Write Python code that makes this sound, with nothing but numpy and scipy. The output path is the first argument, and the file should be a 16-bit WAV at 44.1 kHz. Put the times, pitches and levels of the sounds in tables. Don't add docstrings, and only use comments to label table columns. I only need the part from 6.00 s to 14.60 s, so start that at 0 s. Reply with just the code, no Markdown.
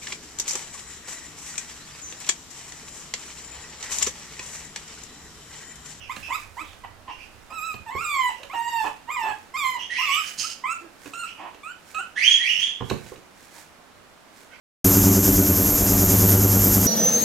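import sys
import numpy as np
from scipy import signal
from scipy.fft import rfft, irfft
from scipy.io import wavfile
from scipy.ndimage import uniform_filter1d

SR = 44100
rng = np.random.default_rng(int(sys.argv[2]) if len(sys.argv) > 2 else 0)


def to_wav(s):
    ch = np.atleast_2d(s).T
    pcm = np.round(np.clip(ch, -1, 1) * 32767)
    wavfile.write(sys.argv[1], SR, pcm.astype(np.int16))


def nominal_scale(level):
    x = np.asarray(level, float) / 20
    return 10 ** x


N = 379260


def evened(x):
    return x / np.sqrt(np.mean(x ** 2) + 1e-20)


def read(points, hz):
    f, value = np.transpose(points)
    return np.interp(np.log(hz + 1), np.log(f + 1), value)


def add(mix, s, sound):
    part = mix[max(round(s * SR), 0):][:len(sound)]
    part += sound[:len(part)]


def colour(x, points):
    gain = nominal_scale(read(points, np.fft.rfftfreq(x.shape[-1], 1 / SR)))
    return irfft(rfft(x) * gain, x.shape[-1])


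def resonate(x, hz, width):
    turn = np.exp(2j * np.pi * hz * np.arange(len(x)) / SR)
    r = np.exp(-np.pi * width / SR)
    return 2 * (turn * signal.lfilter([(1 - r) ** 2], [1, -2 * r, r * r], x / turn)).real


def wander(count, smooth):
    noise = uniform_filter1d(rng.standard_normal(count), int(smooth))
    return evened(uniform_filter1d(noise, int(smooth)))


def air():
    # f/Hz, density/(dB per Hz)
    tone_spectrum = [(15, -53), (25, -47), (87, -9.5), (144, -3.5), (217, 1.5), (392, -2), (673, -1.5),
                     (1290, -3), (1510, -5), (8280, -19.5), (13500, -25), (15800, -29.5)]
    # f/Hz, likeness/1
    coherence = [(60, 0.25), (240, 0.25), (950, 0.43), (3770, 0.1), (15000, 0.061)]
    # t/s, level/dB
    rumble_level = [
        (0.0, -49.5),
        (4.36, -63.5),
        (8.6, -65),
    ]
    hz = np.fft.rfftfreq(N, 1 / SR)
    a, b, c = rfft(rng.standard_normal((3, N)))
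    same = np.clip(read(coherence, hz), 0, 1)
    pair = np.array([a, same * a + np.sqrt(1 - same ** 2) * b]) * nominal_scale(read(tone_spectrum, hz))
    tone = nominal_scale(-51.5 - 0.1 + np.array([[-1.6], [1.6]])) * evened(irfft(pair, N))
    s, db = np.transpose(rumble_level)
    rumble_band = [(20, -7.0), (60, -7.5), (95, -4), (160, -23), (300, -80.0)]  # f/Hz, level/dB
    low = evened(irfft(c * nominal_scale(read(rumble_band, hz)), N))
    return tone + nominal_scale(np.interp(np.arange(N) / SR, s, db) + np.array([[-13], [1.5]])) * low


def rustle():
    # t of the peak/s, level/dB, fade/(dB per s)
    movements = [(.15, -52, 54), (.406, -54, 219), (.594, -58, 48), (1.2, -68, 1), (2.31, -58, 150),
                 (2.5, -68, 150), (2.86, -50.5, 217), (3.278, -59.5, 93), (4.73, -70.5, 86),
                 (5.066, -52.5, 200), (5.26, -65.5, 78), (5.9, -57.5, 95), (6.902, -52.5, 111),
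                 (7.08, -55, 159), (7.426, -59, 104), (7.584, -51.5, 208), (8.4, -56, 220),
                 (4.24, -46.5, 62)]
    # f/Hz, density/(dB per Hz)
    cloth = [(880, -58), (1500, 8.5), (1970, 5.5), (2350, 5), (2640, -3), (7020, 1), (15500, -11)]
    t, level = np.arange(N) / SR, np.zeros(N)
    for s, db, fade_db in movements:
        slope_db = np.where(t < s, 257, fade_db)
        level += nominal_scale(db - slope_db * abs(t - s))
    grain = nominal_scale(2.4 * wander(N, smooth=66)) * rng.standard_normal((2, N))
    crossed = grain + 0.3 * grain[::-1]
    return nominal_scale(1.0) * uniform_filter1d(level, size=3000) * evened(colour(crossed, cloth))


def room(x, gap, scale):
    # f/Hz, t60/s
    decay_time = [(200, 0.38), (1000, 0.33), (3000, 0.44), (8000, 0.3), (15000, 0.3)]
    taps = np.zeros((2, SR))
    slots = np.arange(int(gap * SR), SR - 20, 20)
    at = slots + rng.integers(0, 20, (2, len(slots)))
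    np.put_along_axis(taps, at, rng.choice([-1., 1.], at.shape), 1)
    taps[0] = 0.3 * taps[1] + 1.56 * taps[0]
    hz, t, z = signal.stft(taps, SR, nperseg=256)
    decay = nominal_scale(-60 * t / (scale * read(decay_time, hz)[:, None]))
    tail = signal.istft(z * decay, SR, nperseg=256)[1]
    tail = tail / np.linalg.norm(tail, axis=1)[:, None]
    return signal.fftconvolve(x[None], tail, axes=1)[:, :N]


def squeal(rows):
    overtones_db = [-4.5, -19.5, -40, -42, -33.5]
    # f/Hz, level/dB
    breath_spectrum = [(1300, -31), (1800, -5), (3200, 0), (3700, -9), (4400, -14.5), (6200, -6.5),
                       (7100, -13.5), (9000, -15), (15500, -56)]
    s, *columns = np.transpose(rows)
    t = np.arange(s[0], s[-1], 1 / SR)
    hz, db = (np.interp(t, s, c) for c in columns)
    unsteady = np.clip((-13 - db) / 520, .008, .07)
    phase = 2 * np.pi * np.cumsum(hz * (1 + unsteady * wander(len(t), smooth=60))) / SR
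    tone = 0
    for k, d in enumerate(overtones_db, 1):
        tone = tone + nominal_scale(d + 3.53 * wander(len(t), smooth=130 / k)) * np.sin(k * phase)
    breath = nominal_scale(-16) * evened(colour(rng.standard_normal(len(t)), breath_spectrum))
    return s[0], nominal_scale(db) * (tone + breath) * signal.windows.tukey(len(t), .15)


def squeak(s, length, first_hz, last_hz, db):
    middle_hz = (first_hz + last_hz) / 2
    return [(s, first_hz, db), (s + length / 2, middle_hz, db), (s + length, last_hz, db - 17)]


def distant_puppies():
    # t/s, f/Hz, level/dB
    squeals = [
        [(3.89, 1850, -27.5), (3.96, 2104, -29), (3.99, 2900, -25), (4.08, 2300, -34.5), (4.12, 2890, -24.5),
         (4.15, 3062, -24.5), (4.2, 2950, -60)],
        [(6.15, 1552, -35.5), (6.18, 1955, -24), (6.22, 2250, -23), (6.25, 3000, -16), (6.28, 3230, -17),
         (6.33, 3306, -17), (6.39, 3210, -30.5)],
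        [(6.37, 1700, -30), (6.44, 2062, -26), (6.51, 3085, -22), (6.56, 2650, -29), (6.6, 3177, -22.5),
         (6.64, 3318, -23), (6.7, 3350, -43), (6.85, 3350, -75.5)],
    ]
    # t/s, length/s, first f/Hz, last f/Hz, level/dB
    squeaks = [(0, 0.086, 2955, 2490, -41.5), (0.225, 0.07, 2600, 2547, -36), (0.633, .1, 3650, 3520, -48),
               (1.093, 0.065, 2600, 3150, -44.5), (1.18, 0.098, 2363, 2875, -45.5),
               (2.292, .16, 2702, 3000, -49.5), (3.929, .3, 1940, 2348, -34),
               (3.785, 0.088, 2800, 3287, -34), (5.254, 0.093, 2537, 3124, -43),
               (5.37, 0.051, 2440, 2430, -52), (8.508, 0.066, 1900, 2420, -48.5),
               (8.51, .06, 1462, 1600, -52)]
    # f/Hz, level/dB
    far_throat = [(3500, 0.5), (3750, -7), (4200, -1.5), (4700, 1.5), (6750, -1.5), (7100, -14), (7700, -7),
                  (8600, -2)]
    far = np.zeros(N)
    for rows in squeals + [squeak(*row) for row in squeaks]:
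        add(far, *squeal(rows))
    return colour(far, far_throat)


def step(s, thud_db, knock_db, tick_db):
    # f/Hz, level/dB
    thud_spectrum = [(40, -44), (90, 2), (145, -3), (220, -3.5), (350, -12.5), (700, -59)]
    # f/Hz, width/Hz, level/dB
    knock_modes = [(461, 175, 1), (650, 48, 0), (1030, 370, -4), (1410, 320, -12.5), (1830, 1200, -19)]
    # f/Hz, width/Hz, level/dB
    tick_modes = [(1540, 1200, 5), (2650, 670, 8), (3820, 1040, 3), (5830, 2300, -2.5), (7340, 4700, -14.5),
                  (10600, 2000, -19)]

    def struck(x, modes):
        return evened(sum(nominal_scale(d) * evened(resonate(x, f, w)) for f, w, d in modes))

    t = np.arange(8192) / SR
    low, mid, high = rng.standard_normal((3, len(t)))
    boom = evened(colour(low, thud_spectrum))
    boom += 0.67 * np.sin(2 * np.pi * 150 * t) + 0.28 * np.sin(2 * np.pi * 205 * t)
    knock, tick = struck(mid, knock_modes), struck(high, tick_modes)
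    out = boom * (1 - np.exp(-t / 0.0049)) * nominal_scale(thud_db - 1.5 - 60 * t / 0.12)
    out += knock * (1 - np.exp(-t / 0.0013)) * nominal_scale(knock_db + 6 - 60 * t / 0.044)
    out += tick * (1 - np.exp(-t / 0.0018)) * nominal_scale(tick_db + 7.5 - 60 * t / 0.026)
    return s, out


def paws(near):
    # t/s, thud level/dB, knock level/dB, tick level/dB
    contacts = [(0.164, -39, -43, -35), (1.74, -40, -39.5, -42.5), (1.95, -37, -35, -57),
                (.73, -67, -70, -48), (1.8, -45, -65, -70), (4.382, -47, -67, -56), (6.582, -52, -68, -70),
                (5.058, -56.5, -41, -42.5), (5.135, -74, -48, -40), (2.431, -64, -55, -37),
                (5.545, -74, -46.5, -47.5), (5.946, -65, -52, -38), (6.805, -32, -28.5, -60),
                (6.821, -30.5, -32, -61), (6.898, -54, -37, -26.5), (6.91, -24, -23.5, -48),
                (7.04, -44, -67, -63), (7.062, -47, -46, -49), (7.117, -64, -38.5, -66),
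                (7.158, -42, -66, -49.5), (7.755, -68, -73, -60), (7.999, -68.5, -77.5, -61.5)]
    for row in contacts:
        add(near, *step(*row))


def sneeze():
    # f/Hz, width/Hz, level/dB
    nostril = [(3000, 680, 2), (5160, 1560, 6.5), (6200, 1470, 5.5), (7600, 3400, -1.5), (11300, 9300, -30)]
    intake_s, intake_end_s, blast_s, end_s = 4.249, 4.31, 4.372, 4.535
    t = np.arange(intake_s, end_s, 1 / SR)
    intake = nominal_scale(-42.5) * np.clip(np.minimum(intake_end_s - t, t - intake_s) / 0.016, 0, 1)
    blast = np.clip((t - blast_s) / 0.03, 0, 1) * nominal_scale(-29 - 95 * (t - blast_s))
    jet = rng.standard_normal(len(t)) * nominal_scale(2.5 * wander(len(t), smooth=100))
    nose = evened(sum(nominal_scale(d) * evened(resonate(jet, f, w)) for f, w, d in nostril))
    return intake_s, (intake + blast) * nose


def rasp(s, length, hz, db, rough, mouth):
    # f/Hz, width/Hz, level/dB
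    throat_modes = [(339, 81, 0), (950, 396, 11), (1916, 220, 0.5), (2600, 860, -2.5)]
    u = np.linspace(0, 1, int(length * SR))
    arch = .78 + .25 * np.sin(np.pi * u ** .8)
    jitter = 1 + .25 * rough * wander(len(u), smooth=60)
    turns = np.cumsum(hz * arch * jitter) / SR
    folds = sum(np.cos(2 * np.pi * k * turns) for k in range(1, 12))
    puffs = np.exp(-(turns % 1) / .4) * rng.standard_normal(len(u))
    drive = (1 - rough) * evened(folds) + rough * evened(puffs)
    throat = sum(nominal_scale(d) * resonate(drive, f * mouth, w) for f, w, d in throat_modes)
    return s, nominal_scale(db) * evened(throat) * signal.windows.tukey(len(u), .5)


def yip(s, length, first_hz, last_hz, db):
    u = np.linspace(0, 1, 9)
    ends_db = np.where(u < .5, -0.5, 1) * (2 * u - 1) ** 2
    climb = np.minimum(u / .85, 1) ** 1.1
    return np.transpose([s + u * length, first_hz + (last_hz - first_hz) * climb, db + ends_db])


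def whine(rows, mouth_db):
    # f/Hz, level/dB
    lower_colour = [(800, -4), (1000, 1.5), (1200, -4.5), (1400, 0), (1800, -12.5), (2100, -3.5),
                    (2450, -4), (3000, -12.5)]
    # f/Hz, level/dB
    upper_colour = [(1410, 3), (2400, 9.5), (3330, 0.5), (3800, -9), (4310, -10), (5490, -12), (5980, -19),
                    (7560, -4), (9780, -27), (11900, -13.5), (15500, -26.5)]
    # f/Hz, level/dB
    nasal = [(3000, 7), (3900, -4.5), (5600, -9), (6600, 3), (8500, 6), (11000, -8)]
    s, *columns = np.transpose(rows)
    t = np.arange(s[0], s[-1], 1 / SR)
    hz, db = (np.interp(t, s, c) for c in columns)
    echo_null_db = -10 * np.exp(-((hz - 936) / 5.8) ** 2)
    first_db = db + read(lower_colour, hz) + echo_null_db
    second_db = db + read(lower_colour, 2 * hz) + 0.13 * mouth_db
    upper_db = db - 10 + mouth_db + 0.25 * (db + 28.5)

    hz = uniform_filter1d(hz, 350) * (1 + 0.011 * wander(len(t), smooth=250))
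    phase = 2 * np.pi * np.cumsum(hz) / SR
    glide = abs(np.gradient(np.log(uniform_filter1d(hz, 800))))
    strain = np.minimum(glide * SR / 20, .4)
    low = nominal_scale(first_db) * np.sin(phase) + nominal_scale(second_db) * np.sin(2 * phase)
    low *= 1 + strain * wander(len(t), smooth=113)
    upper_db = upper_db - 10.5 * strain

    upper = []
    for k in range(3, 19):
        gain_db = read(upper_colour, k * hz) + (s[0] > 4.3) * read(nasal, k * hz)
        upper.append(nominal_scale(gain_db) * (k * hz < SR / 2.6))
    stack = 0
    for k, a in enumerate(upper, 3):
        patchy = nominal_scale(4.5 * wander(len(t), smooth=790))
        stack = stack + a * patchy * np.sin(k * phase + k * k)
    stack = stack / np.linalg.norm(upper, axis=0)
    breath = evened(colour(rng.standard_normal(len(t)), upper_colour)) * (1 + np.sin(phase))
    voice = np.sqrt(2) * (low + nominal_scale(upper_db) * stack) + nominal_scale(upper_db - 17) * breath
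    return s[0], voice * signal.windows.tukey(len(t), 560 / len(t))


def near_puppies(near):
    # t/s, f/Hz, effort level/dB
    early_whines = [
        [(1.5, 1220, -46), (1.55, 1352, -41.5), (1.6, 1215, -36.5), (1.66, 1330, -37), (1.712, 1241, -35.5),
         (1.739, 1234, -37.5)],
        [(1.86, 936, -42), (1.892, 874, -35.5), (1.936, 1108, -44.5), (1.97, 1060, -32.5), (2.028, 1422, -35),
         (2.054, 1240, -33), (2.117, 1181, -30), (2.2, 1031, -28.5), (2.299, 964.6, -30)],
        [(2.535, 975, -42), (2.557, 915.5, -31.5), (2.645, 936, -31), (2.683, 946, -29.5), (2.717, 936, -29.5),
         (2.741, 927.6, -29), (2.794, 896, -27), (2.884, 844.5, -37)],
        [(3.072, 934, -52), (3.088, 914, -35.5), (3.118, 1213, -34.5), (3.15, 1229, -34.5), (3.172, 1005, -33),
         (3.228, 888, -30), (3.305, 864.4, -33.5), (3.329, 798, -32)],
    ]
    # t/s, f/Hz, effort level/dB
    late_whines = [
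        [(3.537, 1016, -38.5), (3.557, 1060, -33.5), (3.577, 1238, -32), (3.647, 1052, -30.5),
         (3.691, 1030, -32.5), (3.778, 981, -38.5)],
        [(3.982, 980, -34.5), (4.004, 1027, -31.5), (4.035, 1284, -36.5), (4.058, 1224, -37),
         (4.094, 1079, -29), (4.15, 1182, -28), (4.19, 1300, -32.5), (4.22, 1255, -34)],
        [(4.636, 1016, -30), (4.655, 1055, -30.5), (4.69, 1292, -32.5), (4.736, 1356, -29)],
        [(5.942, 1278, -38.5), (5.978, 1277, -31), (6.012, 1464, -34), (6.03, 1540, -39)],
        [(5.132, 1258, -35), (5.146, 1362, -41), (5.218, 1394, -35), (5.246, 1293, -37.5), (5.264, 1435, -38.5)],
    ]
    mouths_db = [-2, -3.5, -3.5, -4, 2, -1, -5.5, -7, 1]
    # t/s, length/s, first f/Hz, last f/Hz, effort level/dB
    yips = [
        (.092, 0.037, 950, 1276, -36),
        (.298, .066, 900, 1302, -32),
        (0.566, 0.059, 873, 1305, -38.5),
        (0.834, 0.022, 1002, 963, -44.5),
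        (2.495, 0.048, 1008, 1327, -43.5),
        (4.434, 0.036, 1232, 1380, -38.5),
        (5.631, 0.095, 1149, 1515, -41),
    ]
    # t/s, length/s, pulse f/Hz, level/dB, roughness/1
    rasps = [(.84, 0.027, 889, -43.5, 0.95), (1.072, 0.048, 1058, -38.5, 0.47),
             (1.499, 0.04, 909, -47, 1.07), (2.284, .034, 928, -37, 0.33), (2.531, 0.033, 830, -37, 0.47),
             (2.829, 0.071, 400.7, -33, 0.7), (3.222, .11, 429.3, -36, 0.5),
             (5.372, 0.14, 338.4, -42.5, 0.52), (7.548, 0.051, 298, -55.5, .53),
             (5.978, 0.037, 388, -44.5, 0.08), (0.279, 0.033, 851, -45, .7), (3.763, .03, 970, -48, 0.8)]
    # t/s, length/s, pulse f/Hz, level/dB, roughness/1
    grunts = [
        (0.603, 0.039, 316, -52, 0.17),
        (2.384, 0.089, 554, -51.5, 0.35),
        (4.801, 0.087, 348.4, -51.5, 0.34),
        (5.051, 0.04, 291, -48, 0.4),
    ]
    for rows, mouth_db in zip(early_whines + late_whines, mouths_db):
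        add(near, *whine(rows, mouth_db))
    for row in yips:
        add(near, *whine(yip(*row), -2))
    for row in rasps:
        add(near, *rasp(*row, 0.98))
    for row in grunts:
        add(near, *rasp(*row, 0.00127 * row[2]))


def scene():
    # f/Hz, level/dB
    side_lean = [(60, -12), (180, -13), (550, -5), (1650, -6.5), (4970, -8), (15000, -8)]
    near = np.zeros(N)
    near_puppies(near)
    paws(near)
    add(near, *sneeze())
    far = distant_puppies()
    sound = nominal_scale(-2.0) * near + nominal_scale(-4.0) * room(near, .002, 0.86)
    sound = sound + nominal_scale(-4.5) * far + room(far, .002, 1.1) + rustle()
    lean = read(side_lean, np.fft.rfftfreq(N, 1 / SR)) / 2
    return irfft(rfft(sound) * nominal_scale(np.array([lean, -lean]) + 4.5), N) + air()


def top_cut(x):
    return signal.sosfilt(signal.butter(12, 15970, fs=SR, output="sos"), x)


def record(dry):
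    # f/Hz, margin/dB
    masking_margin = [(1300, 47), (4500, 42), (7500, 46), (10000, 41), (12000, 52), (14500, 47),
                      (15800, 40)]
    hz, _, z = signal.stft(dry, SR, nperseg=1024, noverlap=768)
    power = uniform_filter1d((abs(z) ** 2).mean(0), size=5, axis=1)
    band_db = 10 * np.log10(power[:512].reshape(64, 8, -1).sum(1) + 1e-14)
    chance = uniform_filter1d(rng.standard_normal(band_db.shape), size=6, axis=1) * np.sqrt(6)
    margin_db = read(masking_margin, hz[4:512:8])[:, None] + 2.5 * chance
    keep = band_db > 10 * np.log10(power.sum(0) + 1e-14) - margin_db
    keep = np.vstack([np.repeat(keep, 8, axis=0), keep[-1:]])
    keep = keep | (hz[:, None] < 1300)
    mix = signal.istft(z * keep, SR, nperseg=1024, noverlap=768)[1][:, :N]
    return top_cut(mix)


dry = scene()
out = record(dry)
to_wav(out)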